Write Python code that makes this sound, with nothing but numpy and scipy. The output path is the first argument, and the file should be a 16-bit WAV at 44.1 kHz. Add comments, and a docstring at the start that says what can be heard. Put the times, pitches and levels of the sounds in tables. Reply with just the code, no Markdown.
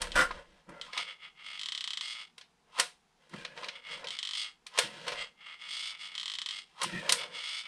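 """A hot glue gun, squeezed four times over a model car on a workbench in a small room.
The glue stick creaks through the feed in stick-slip jerks, slow and separate under the hardest push.
The sprung trigger scrapes in the hollow handle and snaps back between squeezes. Hand and gun rub,
squeak and knock on the plastic chassis; the car rocks on its tyres, and one drags over the mat."""
import sys
import numpy as np
from scipy import signal
from scipy.fft import rfft, irfft
from scipy.io import wavfile
from scipy.ndimage import uniform_filter1d, map_coordinates

SR = 44100
rng = np.random.default_rng(int(sys.argv[2]) if len(sys.argv) > 2 else 0)


def inscribe(sig):
    """Save sig as 16-bit PCM at rate SR to the path in sys.argv[1].

    A 1-D sig is mono; a 2-D sig holds one channel per row.
    Samples are clipped to [-1, 1] before scaling.
    """
    pcm = np.round(np.clip(np.atleast_2d(sig).T, -1, 1) * 32767)
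    wavfile.write(sys.argv[1], SR, pcm.astype(np.int16))


N = 338247
TIME = np.arange(N) / SR
ROOM_T60_S, NEAR_T60_S = 0.23, 0.054   # room tail; scatter off the car and bench

# Cue levels in dB set how loud each creak, scrape, squeak, rub, click and thud is.
# The car rocks. Each row: start and hold in seconds, thud and rumble levels in dB.
ROCKING = [(0.0, .13, -57, -40), (0.16, 0.016, -44, -30), (0.23, 0.089, -58, -42), (0.34, 0.036, -59, -46),
           (0.48, 0.073, -69, -59), (0.697, 0.007, -48.5, -57), (0.76, 0.14, -69, -68),
           (0.97, 0.052, -68, -84), (2.79, 0.056, -67.5, -79.5), (3.342, .008, -44.5, -72),
           (3.39, 0.035, -57.5, -62), (3.49, 0.19, -65, -85), (3.9, .12, -63.5, -68),
           (4.04, 0.055, -65.5, -82), (4.845, .012, -49.5, -66), (4.9, 0.23, -59, -75),
           (5.15, 0.068, -65.5, -59), (6.858, 0.0081, -44, -84), (6.945, 0.0048, -35.5, -50),
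           (7.0, 0.15, -55.5, -72), (7.17, 0.19, -65, -85)]
# Trigger clicks and gun knocks. Each row: start in seconds, then level, body, edge and handle ring in dB.
CLICKS = [(0.015, -14, -16, -9.5, -34), (0.156, -12, -6, -19.5, -10), (0.308, -23.5, -10, -30, 3.5),
          (0.69, -33, 2.5, -8, -3.5), (0.929, -23.5, -24, -31, -18), (0.974, -15.5, -35, -27.5, -12),
          (0.99, -28, 4, -25, -5), (2.378, -31.5, -26, -19, -19), (2.409, -33.5, -29, -31, -19),
          (2.785, -16.5, -15, -17.5, -10.5), (2.795, -4.5, -18.5, -11, -12.5),
          (3.292, -45.5, -13, -10, -19), (3.335, -28, 0, -15, -6), (3.447, -20.5, -23.5, -33, -19),
          (3.573, -27.5, -15, -52, -14), (3.63, -27.5, -33, -36, 0.5), (3.641, -24, -37, -33, -5),
          (3.683, -19.5, -32, -36, -17), (4.041, -26, -23, -32, -17), (4.664, -27, -40, -19, -14),
          (4.774, -17, -23, -19.5, -13), (4.785, -4, -17, -13, -14.5), (5.078, -16.5, -22, -24, -7.5),
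          (5.12, -22.5, -18, -41, -10), (6.814, -15, -17.5, -20, -33), (6.83, -17, -16, 8, -9),
          (7.091, -6, -29, -18.5, -15.5), (7.095, -19.5, -15, -24, -25), (7.12, -4, -24.5, -6.5, -18)]
# Strokes over the car. Each row: start and hold in seconds, body and grain levels in dB.
RUBS = [(0.02, 0.052, -44.5, -49.5), (0.147, .008, -46.5, -47.5), (0.25, 0.11, -50.5, -57.5),
        (0.37, 0.027, -48, -59.5), (0.46, 0.14, -66.5, -71.5), (0.705, 0.093, -52, -68),
        (0.845, 0.024, -60, -55.5), (0.99, .11, -62, -74), (2.695, .005, -67.5, -76),
        (2.795, 0.0093, -55, -40.5), (3.22, 0.064, -69, -73), (3.342, 0.078, -53.5, -55),
        (3.44, 0.094, -56.5, -65.5), (3.58, 0.089, -47.5, -53.5), (3.72, 0.063, -58, -71),
        (3.9, 0.11, -52, -56), (4.044, 0.0045, -43, -59), (4.785, 0.054, -44.5, -39.5),
        (4.87, .18, -52.5, -53.5), (5.075, 0.057, -40, -44.5), (5.15, 0.068, -48, -57),
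        (6.69, 0.085, -81, -70.5), (6.835, 0.014, -48, -38.5), (6.88, .13, -50, -49),
        (7.04, 0.11, -42, -49), (7.16, .09, -45, -68), (7.28, .1, -53, -66)]
# The glue stick's separate jerks. Each entry: start in seconds.
SLIP_TIMES = [ 0.1189, 0.8136, 1.5943, 1.6139, 1.6332, 1.6589, 1.6866, 1.7213, 1.7498, 1.7771, 1.8085,
              1.8411, 1.8758, 1.906, 1.934, 1.9731, 2.0102, 4.0713, 4.0855, 4.106, 4.1889, 4.2292, 4.2517,
              4.2729, 4.2902, 4.3104, 4.3346, 4.3524, 6.1526, 6.1795, 6.1984, 6.2122, 6.231, 6.2578, 6.2798,
              6.2993, 6.318, 6.338, 6.353, 6.3865, 6.417, 6.461, 6.4886, 6.5088]
# The tyre drags. Each row: start and hold in seconds, level in dB.
DRAG = [(0.158, 0.062, -26)]
# The gun squeaks on the car. Each row: start and hold in seconds, level in dB, first and last pitch in Hz.
SQUEAKS = [(0.74, 0.091, -59.5, 689, 682), (3.364, 0.07, -57, 826, 780), (3.481, 0.05, -60, 826, 820),
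           (6.894, 0.0025, -42.5, 610, 625), (6.934, 0.067, -41, 641, 606), (7.047, 0.038, -51, 590, 547)]
# The trigger scrapes. Each row: start and hold in seconds, level in dB.
SCRAPES = [(0.89, 0.02, -53), (0.975, 0.025, -42), (2.795, 0.0047, -36.5), (4.783, 0.006, -39),
           (6.835, 0.011, -33.5), (7.092, 0.0051, -44)]
# Bouts of creaking. Each row: start and hold in seconds, body and edge levels in dB, slips per second.
CREAKS = [(0.975, 0.043, -39.5, -43, 106), (1.081, 0.028, -44, -54, 116), (1.234, 0.027, -48, -61, 170),
          (1.397, 0.048, -53, -65.5, 130), (1.464, 0.11, -47, -51, 76), (2.04, 0.093, -48, -42.5, 130),
          (2.152, 0.07, -47.5, -50, 117), (3.757, 0.009, -48, -57, 159), (3.864, 0.095, -46.5, -58, 183),
          (3.92, 0.024, -43, -47, 150), (4.13, 0.029, -47.5, -46.5, 62), (4.369, .06, -47.5, -37, 119),
          (4.44, 0.027, -46, -46, 142), (5.192, 0.032, -40, -44.5, 174), (5.415, 0.031, -54, -68, 170),
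          (5.465, 0.074, -48, -60, 161), (5.62, 0.067, -48, -53.5, 140), (5.71, 0.19, -47, -41, 115),
          (5.925, 0.023, -47.5, -62, 110), (6.015, 0.053, -47.5, -47, 81), (6.09, 0.072, -51, -56.5, 87),
          (6.53, 0.061, -48.5, -45, 94), (7.188, 0.045, -42.5, -44, 168), (7.355, 0.085, -44.5, -45.5, 155),
          (7.449, 0.15, -44.5, -41.5, 126), (7.66, 0.019, -45.5, -54, 113)]

# Modes of the hollow handle and the chassis. Each row: pitch in Hz, level in dB, 60 dB decay in seconds.
HANDLE_MODES = [(1040, 4, 0.051), (1240, -5.5, 0.12), (1015, -19, 0.013)]
CHASSIS_MODES = [(394, -1.5, .15), (514, -9.5, 0.11), (539, -2, 0.1), (640, -15, 0.031), (720.4, 10, 0.21),
                 (1020, -10, 0.21), (1450, 11.5, 0.13)]
# Modes of the wheel. Each row: pitch in Hz, bandwidth in Hz, relative peak height in dB.
WHEEL_MODES = [(498, 17, -4.5), (700, 11, -20), (900, 17, -26), (1080, 18, -13), (1430, 39, 6),
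               (1660, 90, -5.5), (1840, 10, -4), (2180, 15, -13)]

# EQ curves of the layers. Each row: frequency in Hz, relative spectral density in dB.
THUD_EQ = [(30, -53), (80, -28.5), (130, -8), (165, 0.5), (210, -3.5), (270, -11.5), (350, -6),
           (500, -45.5), (1000, -74)]
RUMBLE_EQ = [(8, -11.5), (28, 5.5), (52, -1.5), (80, -14.5), (140, -27.5), (400, -81)]
AIR_EQ = [(12, -35), (20, -6.5), (41, -6.5), (119, -18), (161, -2), (207, -6.5), (232, -5.5), (289, -13.5),
          (478, -8.5), (534, -22.5), (767, -7), (1300, -14.5), (4950, -21), (10000, -29), (12500, -40.5),
          (15500, -52.5)]
CLICK_EQ = [(120, -56), (200, -29), (339, -29), (488, -2), (798, -13.5), (1010, 0), (1150, -9), (2210, -2),
            (2470, -1.5), (4100, -2), (4660, -6.5), (6470, -13.5), (6960, -15.5), (8980, -9.5),
            (15500, -47.5)]
RUB_EQ = [(150, -43.5), (250, -20), (411, -18), (496, 8), (560, 6.5), (700, -8.5), (968, -5.5), (1560, -7),
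          (1860, -3.5), (2200, -2.5), (2660, -1), (2950, 1), (4680, -12.5), (7430, -26.5), (8670, -23),
          (15000, -59.5)]
SHELL_EQ = [(300, -56), (850, -16.5), (1230, -27), (1600, -74.5), (1980, -3), (2650, -6), (3200, 5.5),
            (3900, 2), (4850, -2.5), (5700, -9.5), (7900, -25.5), (10000, -18.5), (11000, -41),
            (15000, -43)]   # the gun's shell as a jerk rings it
SLIP_EQ = [(240, -87), (400, -51), (465, -40.5), (723, -35.5), (994, -17), (1230, -12.5), (1370, -20.5),
           (2090, -10.5), (2290, -19), (3150, 0), (4810, -15), (6510, -22), (8180, -17), (11100, -41),
           (15000, -59.5)]
DRAG_EQ = [(150, -49.5), (250, -10.5), (411, -19), (505, -9.5), (620, -22.5), (1130, -19), (1410, 1.5),
           (1480, -6.5), (2200, -16), (2530, -24), (3000, -20), (5550, -28.5), (7060, -32.5), (8100, -26),
           (15000, -57)]
SQUEAK_EQ = [(700, -7), (1000, -95), (1350, 36.5), (1900, 35), (2600, 31.5), (3300, -70), (4500, -4),
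             (5300, -22), (8500, 8), (13000, -10)]
CREAK_EQ = [(290, -54), (500, -22.5), (674, -19.5), (734, -30.5), (976, -10.5), (1320, -6), (1580, -15),
            (2130, 1.5), (2350, -4), (3050, 3.5), (3940, -8.5), (4870, -6.5), (5620, -23), (8610, -19),
            (15000, -67.5)]


def from_db(db):
    """Decibels to gain."""
    return 10 ** (np.asarray(db) / 20)


def rms_one(x):
    """Scale to rms 1."""
    return x / np.sqrt(np.mean(x ** 2) + 1e-20)


def energy_one(x):
    """Scale to energy 1."""
    return x / np.sqrt(np.sum(x ** 2) + 1e-20)


def cut(x, hz, kind):
    """Butterworth low-, high- or band-pass."""
    return signal.sosfilt(signal.butter(4, hz, kind, fs=SR, output="sos"), x)


def through(x, response):
    """Pass a sound through an impulse response."""
    return signal.oaconvolve(x, response)[:len(x)]


def eq(x, curve, size=4096):
    """Minimum-phase EQ with unit power gain."""
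    hz, db = np.transpose(curve)
    grid = np.log(np.fft.rfftfreq(size, 1 / SR) + 1)
    cepstrum = irfft(np.log(from_db(np.interp(grid, np.log(hz), db))))
    cepstrum[1:size // 2] *= 2
    response = irfft(np.exp(rfft(cepstrum[:size // 2], size)))
    return through(x, energy_one(response))


def dying_noise(t60):
    """Noise that dies away; energy 1."""
    t = TIME[:SR // 2]
    return energy_one(rng.standard_normal(len(t)) * from_db(-60 * t / t60))


def ringing(modes):
    """Response of a set of modes to one click; energy 1."""
    t = TIME[:SR // 2]
    partials = (from_db(db - 60 * t / t60) * np.sin(2 * np.pi * hz * t) for hz, db, t60 in modes)
    return energy_one(sum(partials))


def echoes(near_db, room_db):
    """A short pre-delay, quick scatter off the car and bench, and the duller tail of the room."""
    near = from_db(near_db) * dying_noise(NEAR_T60_S)
    room = from_db(room_db) * cut(dying_noise(ROOM_T60_S), 8400, "low")
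    return np.concatenate([np.zeros(SR // 700), near + room])


def even(x, size=1300):
    """Ride the level steady over size samples, keeping the grain."""
    return x / np.sqrt(np.abs(uniform_filter1d(x ** 2, size)) + 1e-3 * np.mean(x ** 2))


def friction(per_s, spread_db):
    """Tiny catches of uneven strength at random moments."""
    sizes = from_db(spread_db * np.minimum(rng.exponential(1, N), 4)) * rng.standard_normal(N)
    return rms_one(sizes * (rng.random(N) < per_s / SR))


def swells(cues, attack_s, release_s):
    """One envelope per level column; attack (before the start) and release span 60 dB."""
    t = TIME[::32]
    levels = []
    for start, hold, *db in cues:
        fade = np.maximum(start - t, 0) / attack_s + np.maximum(t - start - hold, 0) / release_s
        levels.append(np.array(db)[:, None] - 60 * fade)
    loudest = np.maximum(np.max(levels, axis=0), -200)
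    return [np.interp(TIME, t, gain) for gain in from_db(loudest)]


def car_rocking(thud_db=-1.0, rumble_db=-7.0):
    """Soft thuds and rumble as the car shifts on its tyres under the hand."""
    thud_env, rumble_env = swells(ROCKING, attack_s=0.09, release_s=0.24)
    thud = even(eq(rng.standard_normal(N), THUD_EQ), size=2000)
    rumble = even(eq(rng.standard_normal(N), RUMBLE_EQ), size=4000)
    return from_db(thud_db) * thud_env * thud + from_db(rumble_db) * rumble_env * rumble


def room_air(level_db=-71.5):
    """A faint, steady bed of room tone."""
    return from_db(level_db) * eq(rng.standard_normal(N), AIR_EQ)


def clack(rattle_s=0.032, rise_s=0.0035, near_db=-18.0, room_db=-16.5):
    """A burst of tiny contacts that dies first into the scatter, then into the room."""
    t = TIME[:SR // 4]
    stages = [(0, rattle_s), (near_db, NEAR_T60_S), (room_db, ROOM_T60_S)]
    decay = sum(from_db(db - 60 * t / t60) for db, t60 in stages)
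    attack = np.minimum(t / rise_s, 1) ** 2
    return eq(rng.standard_normal(len(t)) * decay * attack, CLICK_EQ)


def gun_clicks(level_db=11.0, body_db=13.0, edge_db=10.0, chassis_db=-20.5):
    """The trigger snaps and the gun knocks; each clack rings the handle and the chassis."""
    track, handle = np.zeros(N + SR), ringing(HANDLE_MODES)
    for start, hit_db, low_db, high_db, ring_db in CLICKS:
        burst = clack()
        body = from_db(low_db + body_db) * energy_one(cut(burst, 1600, "low"))
        mids = energy_one(cut(burst, [1600, 6000], "band"))
        edge = from_db(high_db + edge_db) * energy_one(cut(burst, 6000, "high"))
        hit = energy_one(body + mids + edge) + from_db(ring_db) * handle[:len(burst)]
        track[int(start * SR):][:len(hit)] += from_db(hit_db + level_db) * hit
    track = track[:N]
    chassis = from_db(chassis_db) * through(track, ringing(CHASSIS_MODES))
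    return cut(track + chassis, 150, "high")


def chassis_rubbing(ring_db=-16.5, body_db=-2.0, hiss_db=-7.0):
    """Skin and plastic slide on the chassis: fine catches that hum in its modes."""
    catches = friction(per_s=2200, spread_db=3.0)
    rub = eq(catches + through(catches, echoes(near_db=0.0, room_db=-4.5)), RUB_EQ)
    ring = from_db(ring_db) * through(catches, ringing(CHASSIS_MODES))
    body = from_db(body_db) * even(rms_one(cut(rub, 1516, "low")) + ring)
    grain = even(cut(rub, [1600, 5000], "band"))
    hiss = from_db(hiss_db) * even(cut(rub, 5600, "high"))
    body_env, grain_env = swells(RUBS, attack_s=0.16, release_s=0.25)
    return body_env * body + grain_env * (grain + hiss)


def glue_slips(jerk_db=-15.0, doubled_wait_db=4, scatter_db=-4.0, grit_db=-5.5):
    """The longer the glue stick has stuck, the harder it jerks and rings the gun's shell."""
    usual_wait_s, full_strain_s, relax_s = 0.016, 0.036, 0.1
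    waits = np.diff(SLIP_TIMES, prepend=0)
    # The strain tops out, and relaxes over a long pause.
    waits = np.where(waits < relax_s, np.minimum(waits, full_strain_s), usual_wait_s)
    strengths = from_db(jerk_db + doubled_wait_db * np.log2(waits / usual_wait_s))
    jerks = np.zeros(N)
    jerks[(np.array(SLIP_TIMES) * SR).astype(int)] = strengths
    grit = from_db(grit_db) * through(jerks, energy_one(np.hanning(SR // 300))) * rng.standard_normal(N)
    scatter = from_db(scatter_db) * through(jerks, echoes(near_db=2.5, room_db=0))
    return eq(jerks, SHELL_EQ) + eq(scatter + grit, SLIP_EQ)


def tyre_drag(level_db=0.5, ring_db=-6.0):
    """Rubber judders over the mat and leaves the wheel ringing."""
    envelope, = swells(DRAG, attack_s=0.025, release_s=0.14)
    catches = even(friction(per_s=1200, spread_db=2.5), size=500) * envelope
    # A wider mode starts louder and dies sooner.
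    wheel = ringing([(hz, db + 20 * np.log10(width), np.log(1000) / (np.pi * width))
                     for hz, width, db in WHEEL_MODES])
    judder = cut(eq(catches, DRAG_EQ), 380, "high") + from_db(ring_db) * through(catches, wheel)
    return from_db(level_db) * (judder + through(judder, echoes(near_db=1.5, room_db=-10)))


def rubbery_squeaks(waver=0.034):
    """The gun slides on the car: very fast stick-slip with a gliding, wavering pitch."""
    glide = [point for start, hold, _, first_hz, last_hz in SQUEAKS
             for point in ((start, first_hz), (start + hold, last_hz))]
    wobble = waver * rms_one(cut(rng.standard_normal(N), 120, "low"))
    pitch = np.interp(TIME, *np.transpose(glide)) * (1 + wobble)
    catches = np.diff(np.floor(np.cumsum(pitch) / SR), prepend=0)   # one per cycle
    pressure, = swells([row[:3] for row in SQUEAKS], attack_s=0.023, release_s=0.1)
    squeak = eq(rms_one(catches) * pressure, SQUEAK_EQ)
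    return cut(squeak + through(squeak, echoes(near_db=-8, room_db=-4.5)), 500, "high")


def trigger_scrapes(decay_scale=0.49):
    """The trigger scrapes ever harder until it lets go, humming in the hollow handle."""
    catches = friction(per_s=1200, spread_db=5.0)
    handle = ringing([(hz, db, decay_scale * t60) for hz, db, t60 in HANDLE_MODES])
    hum = cut(through(catches, handle), 700, "high")
    envelope, = swells(SCRAPES, attack_s=0.15, release_s=0.04)
    return envelope * even(hum, size=700)


def regrip(x, spread=0.018):
    """The changing grip shifts all resonances a little, by a new amount for each bout of creaking."""
    shift = np.interp(TIME, [row[0] for row in CREAKS], spread * rng.standard_normal(len(CREAKS)))
    return map_coordinates(x, [np.cumsum(1 + shift)], order=3, mode="mirror")


def glue_creak(jitter=0.22, uneven_db=2.5, shell_db=2.0):
    """The stick catches and lets go at an unsteady pace: each release ticks in the shell and skids."""
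    pace_points = [(start + hold / 2, per_s) for start, hold, _, _, per_s in CREAKS]
    pace = np.interp(TIME, *np.transpose(pace_points))
    timing, strength = rng.standard_normal((2000, 2)).T
    onsets = np.searchsorted(np.cumsum(pace) / SR, np.cumsum(np.exp(jitter * timing)))
    jerks = np.zeros(N)
    jerks[onsets[onsets < N]] = from_db(uneven_db * strength[onsets < N])
    skids = rms_one(through(jerks, np.hanning(SR // 250)) * rng.standard_normal(N))
    scatter = through(rms_one(jerks), echoes(near_db=11, room_db=4.5))
    ticks = from_db(shell_db) * rms_one(eq(jerks, SHELL_EQ))
    creak = regrip(eq(skids + scatter, CREAK_EQ) + ticks)
    body_env, edge_env = swells([row[:4] for row in CREAKS], attack_s=0.17, release_s=0.19)
    return body_env * even(cut(creak, 2930, "low")) + edge_env * even(cut(creak, 3750, "high"))


def scene():
    """Gun and car sit close and dead centre, over the room tone."""
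    air = room_air()
    gun = glue_slips() + glue_creak() + trigger_scrapes() + gun_clicks()
    car = chassis_rubbing() + rubbery_squeaks() + tyre_drag() + car_rocking()
    return np.array([gun + car + air] * 2)


def record(dry):
    """A steep high cut at 15.6 kHz on the whole mix."""
    return signal.sosfilt(signal.ellip(10, 0.1, 80, 15600, fs=SR, output="sos"), dry)


dry = scene()
out = record(dry)
inscribe(out)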